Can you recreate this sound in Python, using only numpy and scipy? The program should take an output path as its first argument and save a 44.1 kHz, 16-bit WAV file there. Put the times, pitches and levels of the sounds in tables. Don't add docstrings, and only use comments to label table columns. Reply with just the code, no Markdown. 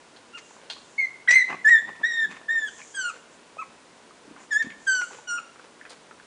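import sys
import numpy as np
from scipy import signal
from scipy.fft import rfft, next_fast_len
from scipy.io import wavfile
from scipy.ndimage import uniform_filter1d, minimum_filter1d, map_coordinates

SR = 44100
rng = np.random.default_rng(int(sys.argv[2]) if len(sys.argv) > 2 else 0)


def digitize_waveform(pressure):
    field = np.atleast_2d(pressure).T
    bounded = np.clip(field, -1, 1)
    quanta = np.round(bounded * 32767).astype(np.int16)
    wavfile.write(sys.argv[1], SR, quanta)


N = 276057
TIME = np.arange(N) / SR
CUTOFF_HZ = 10150


def from_db(db):
    return 10 ** (np.asarray(db) / 20)


def rms_one(x):
    return x / np.sqrt(np.mean(x ** 2) + 1e-20)


def at_hz(points, hz):
    f, db = np.transpose(points)
    return np.interp(np.log(np.maximum(hz, 1)), np.log(f), db)


def coloured(x, spectrum, tilt_db=0):
    hz = np.maximum(np.fft.rfftfreq(len(x), 1 / SR), 1)
    gain = from_db(at_hz(spectrum, hz) + tilt_db * np.log2(hz)) * (hz < CUTOFF_HZ)
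    return rms_one(np.fft.irfft(rfft(x) * gain, len(x)))


def drift(rate, size):
    knots = rng.standard_normal(size // 16 + 4)
    position = np.arange(size) * min(2 * rate / SR, 1 / 16)
    return map_coordinates(knots, [position], order=2, mode="mirror")


def grains(size, per_s, smooth):
    clicks = (rng.random(size) < per_s / SR) * rng.standard_normal(size)
    return rms_one(clicks) + smooth * rng.standard_normal(size)


def add(out, s, sound):
    at = max(int(s * SR), 0)
    out[at:at + len(sound)] += sound[:max(N - at, 0)]


def swell(size):
    return np.sqrt(signal.windows.hann(size) * 2)


def grain_bursts(rows, spectrum, per_s, smooth):
    out = np.zeros(N)
    for s, length, db, *tilt_db in rows:
        size = int(length * SR)
        burst = coloured(grains(size, per_s, smooth), spectrum, *tilt_db)
        add(out, s, from_db(db) * swell(size) * burst)
    return out


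def bed(spectrum, swells, floor_db):
    level = np.zeros(N)
    for s, length, db in swells:
        add(level, s, from_db(db) * swell(int(length * SR)))
    noise = coloured(rng.standard_normal(next_fast_len(N)), spectrum)[:N]
    return noise * np.hypot(level, from_db(floor_db))


def room_air():
    # (frequency [Hz], relative level [dB])
    air_colour = [(15, -55.5), (25, -20.5), (172, -8), (205, -16.5), (233, -2.5), (348, -1.5), (425, -1),
                  (458, 0), (506, -1), (795, -4), (972, -1.5), (1310, -7.5), (1420, -4.5), (1730, -7.5),
                  (10000, -19), (13000, -63), (22000, -120)]
    return bed(air_colour, [], floor_db=-53)


def household_hum():
    # (frequency [Hz], level [dB rms])
    tones = [(172, -77), (234, -71.5)]
    out = np.zeros(N)
    for hz, db in tones:
        out += np.sqrt(2) * from_db(db) * np.sin(2 * np.pi * hz * TIME + drift(5.1, N))
    return out


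def high_hiss():
    # (time [s], length [s], level [dB])
    hiss_swells = [(0.37, 0.26, -61), (0.64, 0.54, -65), (2.611, 0.42, -54), (3.295, 0.079, -64),
                   (4.373, .11, -62), (4.76, 0.52, -54.5)]
    # (frequency [Hz], relative level [dB])
    hiss_colour = [(4500, -26), (6000, -10), (7200, -5), (8200, -16), (10000, -29)]
    return bed(hiss_colour, hiss_swells, floor_db=-73)


def box_rumble():
    # (time [s], length [s], level [dB])
    rumble_swells = [(1.463, 0.098, -63), (1.794, 0.17, -57.5), (2.201, 0.2, -55.5), (4.25, .14, -59),
                     (4.63, 0.1, -64), (5.922, 0.37, -67)]
    # (frequency [Hz], relative level [dB])
    rumble_colour = [(40, -32), (100, -23.5), (160, -5), (210, -4), (260, -4.5), (400, -8.5), (1000, -44)]
    return bed(rumble_colour, rumble_swells, floor_db=-67)


def reflections(x, spectrum, t60, build_s):
    t = TIME[:SR * 3 // 4]
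    envelope = from_db(-60 * t / t60) * (1 - np.exp(-t / build_s))
    tail = coloured(rng.standard_normal(len(t)), spectrum) * envelope
    return signal.fftconvolve(x, tail / np.linalg.norm(tail))[:N]


def room(x):
    # (frequency [Hz], relative level [dB])
    box_colour = [(150, -20), (2000, 3.5), (4000, 0), (6000, 4), (10000, 0.5)]
    # (frequency [Hz], relative level [dB])
    room_colour = [(150, 4.5), (1200, -7), (2000, -2), (3400, 2), (5000, -2.5), (7200, 2.5), (10000, -9.5)]
    # (delay [s], level [dB])
    echoes = [(.0047, -35.5), (0.0128, -22), (.031, -21.5), (.052, -33.5)]
    out = x + from_db(-9) * reflections(x, box_colour, t60=.08, build_s=.002)
    out += from_db(-16) * reflections(x, room_colour, t60=.56, build_s=.015)
    for delay, db in echoes:
        out += from_db(db) * np.interp(TIME - delay, TIME, x)
    return out


def dips(x):
    # (time [s], half width [s], depth [dB])
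    fades = [(1.321, 0.0039, 19), (1.352, 0.0034, 19.5), (2.13, 0.004, 16.5), (2.605, 0.0099, 10),
             (3.028, 0.015, 8), (4.589, 0.012, 16), (5.362, 0.036, 9)]
    # low edge [Hz], high edge [Hz]
    band_hz = (1100, 2500)
    depth_db = sum(db * np.exp(-((TIME - s) / width) ** 2) for s, width, db in fades)
    band = signal.sosfiltfilt(signal.butter(2, band_hz, "band", fs=SR, output="sos"), x)
    return x - band * (1 - from_db(-depth_db))


def rustles():
    # (time [s], length [s], level [dB])
    brushes = [(0.549, .15, -58), (3.1, 0.094, -55), (4.218, 0.12, -62.5), (4.639, 0.048, -50.5),
               (4.948, 0.031, -51), (5.06, 0.16, -52), (5.568, 0.13, -57.5), (5.879, 0.076, -53)]
    # (frequency [Hz], relative level [dB])
    blanket_colour = [(100, -36.5), (300, -6.5), (500, 4.5), (750, -6.5), (1300, -4), (2200, -8.5),
                      (8000, -25)]
    return grain_bursts(brushes, blanket_colour, per_s=280, smooth=.4)


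def thumps(rise_s=0.0028):
    # (time [s], peak level [dB], ring [Hz])
    footfalls = [(4.251, -49, 385), (4.277, -40.5, 290), (4.310, -38, 278), (4.644, -35, 248),
                 (4.656, -40, 310), (4.668, -31, 234)]
    out, t = np.zeros(N), TIME[:SR // 10]
    envelope = t / rise_s * np.exp(1 - t / rise_s)
    for s, db, hz in footfalls:
        add(out, s, from_db(db) * envelope * np.sin(2 * np.pi * hz * t))
    return out


def faint_ticks(count=7):
    return [(when * N / SR, -40, 1400 * 2 ** (colour - .5)) for when, colour in rng.random((count, 2))]


def ticks(contact_s=0.0025, sharpness=4.4):
    # (time [s], peak level [dB], ring [Hz])
    clear_ticks = [(.565, -40, 940), (2.816, -32, 2280), (3.569, -35, 740), (4.108, -42, 1210),
                   (4.363, -37, 1250), (4.703, -33.5, 2300), (4.722, -37, 2270), (5.109, -36.5, 870),
                   (5.186, -37, 840), (5.595, -38, 1160), (5.812, -34, 1720), (5.852, -34, 1750),
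                   (5.863, -36.5, 1710), (6.110, -35.5, 1400), (6.199, -38.5, 1600)]
    out, t = np.zeros(N), TIME[:SR // 12]
    for s, db, hz in clear_ticks + faint_ticks():
        contact = rng.standard_normal(len(t)) * np.exp(-t / contact_s)
        contact = signal.lfilter(*signal.butter(2, 1.4 * hz, fs=SR), contact)
        ring = signal.lfilter(*signal.iirpeak(hz, sharpness, fs=SR), contact)
        add(out, s, from_db(db) * ring / np.abs(ring).max())
    return out


def scratches():
    # (time [s], level [dB], decay by 60 dB [s], brightness [dB per octave])
    skids = [(0.162, -45, 0.07, -5), (0.697, -26, 0.075, -2.5), (0.707, -42, 0.33, 1),
             (5.894, -43, 0.16, 12)]
    # (frequency [Hz], relative level [dB])
    claw_colour = [(300, -36), (800, -8.5), (1150, -19), (1550, -4.5), (2200, -13.5), (3300, 2),
                   (3800, -1.5), (4200, 4.5), (5500, -12.5), (7000, -14.5), (10000, -22.5)]
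    out, t = np.zeros(N), TIME[:SR // 5]
    for s, db, t60, tilt_db in skids:
        slips = coloured(grains(len(t), per_s=1100, smooth=0.21), claw_colour, tilt_db)
        add(out, s, slips * from_db(db - 60 * t / t60) * (1 - np.exp(-t / 0.002)))
    return out


def snuffles():
    # (time [s], length [s], level [dB], brightness [dB per octave])
    breaths = [(1.477, 0.065, -37, 0), (1.511, 0.048, -37.5, -1.5), (1.817, 0.013, -48.5, -5.5),
               (1.866, 0.042, -43.5, -2), (1.943, 0.023, -53.5, 2), (1.997, 0.03, -45, -3),
               (2.288, 0.053, -48.5, 4.5), (2.326, .06, -49.5, 3), (2.403, 0.023, -50.5, -4),
               (2.778, 0.036, -49, 4.5), (4.358, 0.095, -54.5, 0), (5.012, 0.0095, -36.5, 3)]
    # (frequency [Hz], relative level [dB])
    nose_colour = [(30, -48.5), (90, -26.5), (170, -1), (550, -0.5), (1050, 8), (1450, -0.5), (2000, 0.5),
                   (2700, -4), (3600, -19), (7000, -22.5), (10000, -39)]
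    return grain_bursts(breaths, nose_colour, per_s=830, smooth=.43)


def rasps():
    # (time [s], length [s], level [dB])
    breaks = [(0.371, 0.028, -48.5), (1.306, 0.012, -24), (1.318, 0.019, -37), (4.524, 0.016, -47),
              (4.622, 0.0099, -43)]
    # (frequency [Hz], relative level [dB])
    rasp_colour = [(30, -46), (200, -20.5), (1000, -11), (2000, 0), (3000, -5), (4200, -7.5), (5800, -5.5),
                   (7500, -10), (10000, -25)]
    return grain_bursts(breaks, rasp_colour, per_s=1800, smooth=1.0)


def cracks():
    # (time [s], length [s], level [dB], pitch [Hz])
    voice_cracks = [(1.275, 0.0055, -25.5, 1610), (3.614, 0.015, -35.5, 1116), (5.374, 0.019, -27, 1322)]
    out = np.zeros(N)
    for s, length, db, hz in voice_cracks:
        size = int(length * SR)
        phase = 2 * np.pi * np.cumsum(hz * (1 + 0.051 * drift(350, size))) / SR
        add(out, s, from_db(db) * swell(size) * (np.sin(phase) + 0.27 * np.sin(2 * phase)))
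    return out


def cry_pitch(t, length, crest_s, start_hz, crest_hz, end_hz, catch_hz, bend, drop_hz):
    rise = np.clip(t / crest_s, 0, 1)
    sag = np.clip((t - crest_s) / (length - crest_s), 0, 1) ** bend
    arch = start_hz + (crest_hz - start_hz) * np.sin(np.pi / 2 * rise) + (end_hz - crest_hz) * sag
    catch = catch_hz * np.sin(np.pi * rise ** 0.648) ** 2
    return arch - catch - drop_hz * np.exp((t - length) / 0.007)


def cry(row, mouth_db=7.0, mouth_width_hz=450):
    # (frequency [Hz], relative level [dB])
    throat_colour = [(3500, -5), (4300, -2), (4700, -0.5), (5200, -6.5), (6100, 2), (6600, 1), (7500, -3.5),
                     (8300, 3), (8900, -16.5), (10000, -27)]
    click_times = [1.294, 1.3313, 1.336, 1.359, 1.694]
    click_radians = 0.52
    attack_cycles, release_s = 22.6, 0.0092
    opening_cycles, closing_power = 25.2, 2.55
    (s, length, *contour, start_db, middle_db, end_db, second_start_db, second_end_db,
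     upper_db, closing_db, hoarse_db, mouth_hz) = row
    t = TIME[:int((length + release_s / 2) * SR)]
    size, hoarse, progress = len(t), from_db(hoarse_db), t / t[-1]

    level_db = np.interp(progress, [0, .5, 1], [start_db, middle_db, end_db])
    level_db = level_db - 0.07 * drift(24, size)
    second_db = np.interp(progress, [0, 1], [second_start_db, second_end_db]) + 1.83 * drift(29.3, size)

    jitter = .125 * drift(480, size)
    flutter = 0.067 * drift(64, size)
    pitch = cry_pitch(t, length, *contour) * (1 + hoarse * (jitter + flutter))
    phase = 2 * np.pi * np.cumsum(pitch) / SR + click_radians * np.searchsorted(click_times, s + t)

    overtone_hz = np.arange(3, 9)[:, None] * pitch
    mouth_peak_db = mouth_db / (1 + ((overtone_hz - mouth_hz) / mouth_width_hz) ** 2)
    throat = from_db(at_hz(throat_colour, overtone_hz) + mouth_peak_db)
    opening = 1 - np.exp(-(t * pitch[0] / opening_cycles) ** 2)
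    opening = opening * from_db(-closing_db * progress ** closing_power)
    upper = from_db(upper_db) * opening * throat / np.linalg.norm(throat, axis=0)

    voice = from_db(level_db) * np.sin(phase) + from_db(second_db) * np.sin(2 * phase)
    for k, gain in enumerate(upper, start=3):
        flicker = 1.405 * np.tanh(0.99 + drift(30, size))
        voice += gain * flicker * np.sin(k * phase)
    shimmer = 1 + hoarse * (1.3 * drift(65, size) + .6 * drift(450, size))
    edges = np.minimum(t * pitch[0] / attack_cycles, (t[-1] - t) / release_s)
    gate = np.sin(np.pi / 2 * np.clip(edges, 0, 1)) ** 2
    return s, np.sqrt(2) * gate * shimmer * voice


def puppy():
    # (time [s], length [s],
    #   pitch: time to crest [s], start [Hz], crest [Hz], end [Hz], catch on the way up [Hz],
    #     bend of the sag [power: under 1 early, over 1 late], final drop [Hz],
    #   fundamental: start [dB], middle [dB], end [dB], second harmonic: start [dB], end [dB],
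    #   higher harmonics [dB], loss as the mouth closes [dB], hoarseness [dB], mouth resonance [Hz])
    cries = [(.328, 0.054, 0.031, 1360, 1412, 1290, 4, 2.3, 180, -42, -46.5, -44, -36, -53, -61, 3, -21, 6200),
             (.978, 0.088, 0.013, 2140, 2196, 2054, -3, 0.61, 67, -20.5, -23.5, -32, -47, -56.5, -53.5, 9, -25, 6400),
             (1.278, 0.15, .088, 1997, 2080, 1944, 95.5, 1.71, 48, -10, -12, -20.5, -38.5, -40, -33.5, 22, -18, 6100),
             (1.642, 0.15, .068, 1830, 1934, 1749, 159, 0.575, 14, -19.5, -9.5, -22.5, -54, -33.5, -39.5, 12, -24, 7500),
             (2.029, .224, .046, 1683, 1906, 1786, -2, 0.79, 127, -18.5, -28.5, -21.5, -37.5, -42.5, -45.5, 12, -23, 6440),
             (2.48, 0.21, 0.047, 1715, 1847, 1653, -2.5, 1.3, 185, -25, -24, -39, -50.5, -42, -52, 1.5, -25.5, 6850),
             (2.936, 0.17, 0.021, 1635, 1650, 1358, -3, 0.75, 118, -39.5, -28, -32.5, -44.5, -44, -39.5, 7.6, -20, 7800),
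             (3.577, .055, 0.035, 1204, 1311, 1113, -2, 1.37, 143, -34.5, -32, -41, -43, -43.5, -56, 8, -31, 6900),
             (4.504, 0.12, .11, 1882, 1838, 1820, 181, 0.97, 120, -30, -19, -24, -44.5, -45.5, -39, 27, -24, 6550),
             (4.864, .182, 0.072, 1635, 1537, 1418, 33.5, 0.81, 39, -23, -24.5, -32, -39.5, -48, -31, 22.7, -24, 7800),
             (5.266, .137, 0.0995, 1502, 1419, 1360, 41.5, 1.3, 23, -42, -22.5, -32.5, -43, -46.5, -39, 19, -22.5, 5740)]
    out = cracks() + rasps() + snuffles()
    for row in cries:
        add(out, *cry(row))
    return out


def scene():
    background = room_air() + household_hum() + high_hiss() + box_rumble()
    litter = rustles() + thumps() + ticks() + scratches() + puppy()
    litter = signal.lfilter(*signal.butter(2, 70, "high", fs=SR), litter)
    return (dips(room(litter)) + background)[None]


def record(dry):
    gain = np.minimum(1, .48 / (np.abs(dry[0]) + 1e-9))
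    gain = uniform_filter1d(minimum_filter1d(gain, size=180), size=180)
    return signal.sosfilt(signal.ellip(12, .1, 80, CUTOFF_HZ, fs=SR, output="sos"), dry * gain)


dry = scene()
out = record(dry)
digitize_waveform(out)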